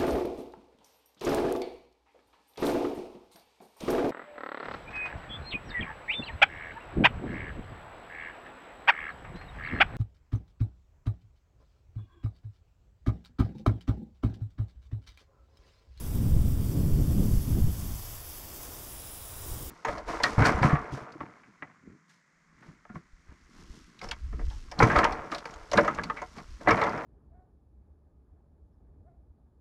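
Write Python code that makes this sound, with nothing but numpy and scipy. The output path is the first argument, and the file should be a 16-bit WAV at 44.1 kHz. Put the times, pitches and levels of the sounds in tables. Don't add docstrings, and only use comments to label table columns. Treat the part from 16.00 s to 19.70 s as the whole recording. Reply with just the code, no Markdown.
import sys
import numpy as np
from scipy import signal
from scipy.fft import rfft, irfft, next_fast_len
from scipy.io import wavfile
from scipy.ndimage import uniform_filter1d, map_coordinates

SR = 44100
rng = np.random.default_rng(int(sys.argv[2]) if len(sys.argv) > 2 else 0)


def persist_wave(psi):
    counts = np.round(np.clip(psi, -1, 1) * 32767).astype(np.int16)
    wavfile.write(sys.argv[1], SR, np.atleast_2d(counts).T)


def makeup_ratio(level_db):
    decades = np.asarray(level_db, float) / 20
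    return 10 ** decades


N = 163170


def unit(x):
    return x / np.sqrt(np.mean(x ** 2) + 1e-20)


def noise():
    return rng.standard_normal(N)


def curves(rows, t):
    s, *columns = np.transpose(rows)
    return [np.interp(t, s, column) for column in columns]


def wobble(rate):
    knots = rng.standard_normal(int(N * 200 / SR) + 4)
    return map_coordinates(knots, [np.arange(N) * np.clip(rate, 0, 200) / SR])


def coloured(x, points):
    size = next_fast_len(N + 8192)
    hz, level_db = np.transpose(points)
    bins_hz = np.fft.rfftfreq(size, 1 / SR)
    db = np.interp(np.log(bins_hz + 1), np.log(hz + 1), level_db, right=-120)
    return unit(irfft(rfft(x, size) * makeup_ratio(db), size)[:N])


def evened(x, span_s):
    k = int(span_s * SR)
    power = uniform_filter1d(uniform_filter1d(x ** 2, k), k)
    return unit(x / np.sqrt(np.abs(power) + 1e-9))


def shaped(x, gain_db, patchy_db, quick_db):
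    hz, t, z = signal.stft(x, SR, nperseg=256)

    def field(bins, frames):
        over_hz = uniform_filter1d(rng.standard_normal(z.shape), bins, 0)
        return unit(uniform_filter1d(over_hz, frames, 1))

    patches_db = patchy_db * field(4, 16) + quick_db * field(20, 3)
    z = z * makeup_ratio(gain_db(hz[:, None], t) + patches_db)
    return signal.istft(z, SR, nperseg=256)[1][:N]


def murmur():
    # time in seconds, level in dB
    wash_levels = [(0, -54.5), (.8, -55.5), (1.6, -54), (2.2, -55), (2.45, -56.5), (2.65, -52), (2.95, -55),
                   (3.25, -54.5), (3.5, -51), (3.7, -55)]
    # time in seconds, level in dB
    bough_levels = [(0, -54), (2.2, -66), (2.5, -56.5), (2.85, -56.5), (3.1, -64.5), (3.3, -79),
                    (3.45, -53), (3.7, -51)]
    # frequency in Hz, level in dB
    far_spectrum = [(15, -25), (35, 4.5), (85, -10), (200, -18), (330, -15), (600, -11), (1100, -11),
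                    (2200, -26.5)]
    # frequency in Hz, level in dB
    boom_spectrum = [(180, -48), (260, -3), (330, 0.5), (430, -7), (700, -17.5), (1200, -68)]
    t = np.arange(N) / SR
    wash_db, = curves(wash_levels, t)
    boom_db, = curves(bough_levels, t)
    wash = shaped(coloured(noise(), far_spectrum), lambda hz, t: 0, patchy_db=-0.3, quick_db=0.8)
    boom = evened(coloured(noise(), boom_spectrum), span_s=0.074)
    return makeup_ratio(wash_db) * wash + makeup_ratio(boom_db) * boom


def wind():
    # time in seconds, pressure on the port in dB, eddy sharpness in dB
    gusts = [
        [(0, -37.5, -8), (.07, -32, -9.5), (.16, -29, -8.5), (.25, -27, -2), (.32, -23, -8.5), (.42, -25, -6),
         (.52, -25, -13.5), (.6, -27, -5), (.69, -29, -7)],
        [(.76, -30, 3), (.84, -28, -1), (.92, -23.5, -7), (1.01, -24, -6), (1.06, -27.5, -6), (1.12, -29, 0)],
        [(1.19, -24, -4), (1.25, -26, -2), (1.31, -26, -3.5), (1.38, -22, -14.5), (1.45, -35.5, -2.5)],
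        [(1.49, -24, -7), (1.55, -24.5, -9.5), (1.595, -29, 1.5), (1.645, -19.5, -24.5), (1.69, -27.5, -3),
         (1.73, -29.5, -21), (1.78, -36.5, -6)],
        [(1.84, -34, -6), (1.95, -31, -17), (2.03, -40.5, -21), (2.22, -44.5, -26), (2.45, -48.5, -11)],
        [(3.3, -48.5, -14), (3.39, -42.5, -20), (3.46, -41, -21), (3.5, -33.5, -31), (3.58, -38.5, -17),
         (3.61, -35, -19), (3.7, -43.5, -11)],
    ]
    # frequency in Hz, level in dB
    thud_spectrum = [(14, -36), (27, -6), (45, -8), (70, -3.5), (110, -11.5), (200, -35), (600, -110)]
    # frequency in Hz, level in dB
    buffet_spectrum = [(25, 4), (60, -4.5), (105, -2.5), (150, -6.5), (260, -33.5), (700, -96)]
    # frequency in Hz, level in dB
    flutter_spectrum = [(40, -15), (130, 0.5), (200, -1.5), (300, -9.5), (500, -22), (850, -35.5),
                        (1600, -54), (4000, -120)]
    push_db, sharp_db = curves(sum(gusts, []), np.arange(N) / SR)
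    lumps_db = 0.79 * wobble(21.86)

    def layer(spectrum, swing_db):
        return unit(makeup_ratio(swing_db) * evened(coloured(noise(), spectrum), span_s=0.07))

    thud = layer(thud_spectrum, lumps_db)
    buffet = layer(buffet_spectrum, lumps_db + 1.23 * wobble(14))
    flutter = layer(flutter_spectrum, lumps_db + 0.59 * wobble(15) + 1.1 * wobble(35.03))
    calm_db = -27.5
    buffet_db = 1 + 0.37 * (push_db - calm_db)
    return makeup_ratio(push_db - 3.0) * (thud + makeup_ratio(buffet_db) * buffet) + makeup_ratio(push_db + sharp_db) * flutter


def drops(count=12000):
    drops_per_s, centre_hz, spread, decay_cycles = 2500, 9860, 0.43, 3.6
    scatter_db, biggest = 2.5, 3.2
    draw = rng.random((count, 2))
    t = np.arange(40) / SR
    gaps = -np.log(1 - draw[:, 0])
    start = (np.cumsum(gaps) / drops_per_s * SR).astype(int)
    hz = centre_hz * np.exp(spread * rng.standard_normal((count, 1)))
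    hz = np.clip(hz, 1500, SR / 2.3)
    size = np.tanh(-np.log(1 - draw[:, 1:]) / biggest) * biggest
    ping = makeup_ratio(scatter_db * size) * np.sin(2 * np.pi * hz * t) * np.exp(-t * hz / decay_cycles * 2)
    places = start[:, None] + np.arange(len(t))
    out = np.bincount(places.ravel(), ping.ravel(), N)[:N]
    return coloured(out, [(1000, -30), (4000, -4.5), (10000, 0), (16000, 8.5)])


def bell(hz, centre, width):
    return 1 / (1 + ((hz - centre) / width) ** 2)


def beam_db(hz, t):
    # time in seconds, beam centre in Hz, lift in dB
    beam_path = [(0, 10900, 4), (.25, 13500, 1), (.7, 12500, 1), (1.4, 11400, -1), (2.05, 12600, 2.5),
                 (2.6, 13400, 3), (2.82, 13300, 1.5), (2.92, 10000, 4), (3.2, 10600, 3), (3.55, 9600, 2),
                 (3.7, 9600, 0)]
    centre, lift_db = curves(beam_path, t)
    return lift_db * bell(hz, centre, width=750)


def echo_db(hz, t):
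    # time in seconds, soil dip in Hz, body dip in Hz, body dip depth in dB
    echo_dips = [(0, 4150, 9600, 9), (.3, 4200, 10600, 7), (.6, 4150, 10700, 7), (.8, 3950, 9350, 10),
                 (1.3, 4000, 9500, 9), (1.7, 4050, 9300, 8.5), (2.1, 4050, 9030, 10.5),
                 (2.62, 4080, 9330, 9.5), (2.78, 4170, 9200, 2), (3.1, 4380, 8600, 3),
                 (3.35, 4370, 8400, 2), (3.7, 4200, 8400, 0)]
    # time in seconds, low hand dip in Hz, its depth in dB, high hand dip in Hz, its depth in dB
    hand_dips = [(0, 6900, 5, 12000, 3), (.45, 6500, 5.5, 12300, 2), (.9, 6500, 3.5, 11300, 1.5),
                 (1.5, 7000, 1.5, 11300, -2.5), (1.9, 7000, 2.5, 11200, 4.5), (2.3, 7050, 4, 11600, 1),
                 (2.75, 6740, 0.5, 11400, 7.5), (3.1, 6400, 7, 12300, 4), (3.4, 6400, 4.5, 11700, 8),
                 (3.7, 6240, 3, 10800, 8)]
    soil, body, body_db = curves(echo_dips, t)
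    low, low_db, high, high_db = curves(hand_dips, t)
    samples = np.minimum((t * SR).astype(int), N - 1)
    soil = soil + 30 * wobble(9.37)[samples]
    body = body + 90 * wobble(9.37)[samples]
    hand_width_hz = 480
    soil_loss = 12 * bell(hz, soil, width=188)
    body_loss = body_db * bell(hz, body, width=430)
    body_loss = body_loss + 0.5 * body_db * bell(hz, 1.57 * body, hand_width_hz)
    hand_loss = low_db * bell(hz, low, hand_width_hz) + high_db * bell(hz, high, hand_width_hz)
    return -(soil_loss + body_loss + hand_loss)


def spray():
    # time in seconds, spray level in dB
    spray_levels = [(.2, -48.6), (.37, -51.4), (.48, -48.4), (.57, -51.3), (.66, -48.2), (.95, -49.2),
                    (1.33, -46.4), (1.68, -48.4), (1.76, -46.4), (2.1, -44.9), (2.23, -47.1), (2.34, -45.1),
                    (2.46, -47.6), (2.62, -44.6), (2.7, -46.7), (3.33, -46.6), (3.5, -43.9), (3.7, -45.8)]
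    # frequency in Hz, level in dB per Hz
    fizz_spectrum = [(700, -5), (1500, -10.5), (2700, -9.5), (3500, -6.5), (5200, -4.5), (8000, -4.5),
                     (11000, -0.5), (16000, -3)]
    level_db, = curves(spray_levels, np.arange(N) / SR)
    sputter_db = 1.06 * wobble(26.38) + 0.46 * wobble(60) + 0.35 * wobble(150)
    hiss = coloured(noise(), fizz_spectrum)
    low = signal.sosfiltfilt(signal.butter(2, 4000, fs=SR, output="sos"), hiss)
    fizz = hiss - low + makeup_ratio(-3.5) * drops()
    bright = evened(fizz * makeup_ratio(sputter_db), span_s=0.058) * np.std(fizz) * makeup_ratio(level_db)
    mean_db = level_db.mean()
    steady = low * makeup_ratio(mean_db + 0.33 * (level_db - mean_db) + 3.0)
    heard = shaped(bright + steady, lambda hz, t: beam_db(hz, t) + echo_db(hz, t),
                   patchy_db=0.6, quick_db=0.45)
    return makeup_ratio(0.85) * unit(heard) * np.sqrt(np.mean(makeup_ratio(level_db) ** 2))


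def scene():
    return (murmur() + wind() + spray())[None]


def low_pass(x):
    return signal.sosfilt(signal.butter(12, 17000, fs=SR, output="sos"), x)


def record(dry):
    passed = np.fft.rfftfreq(N, 1 / SR) < 15740
    mix = irfft(rfft(dry) * passed, N)
    return low_pass(mix)


dry = scene()
out = record(dry)
persist_wave(out)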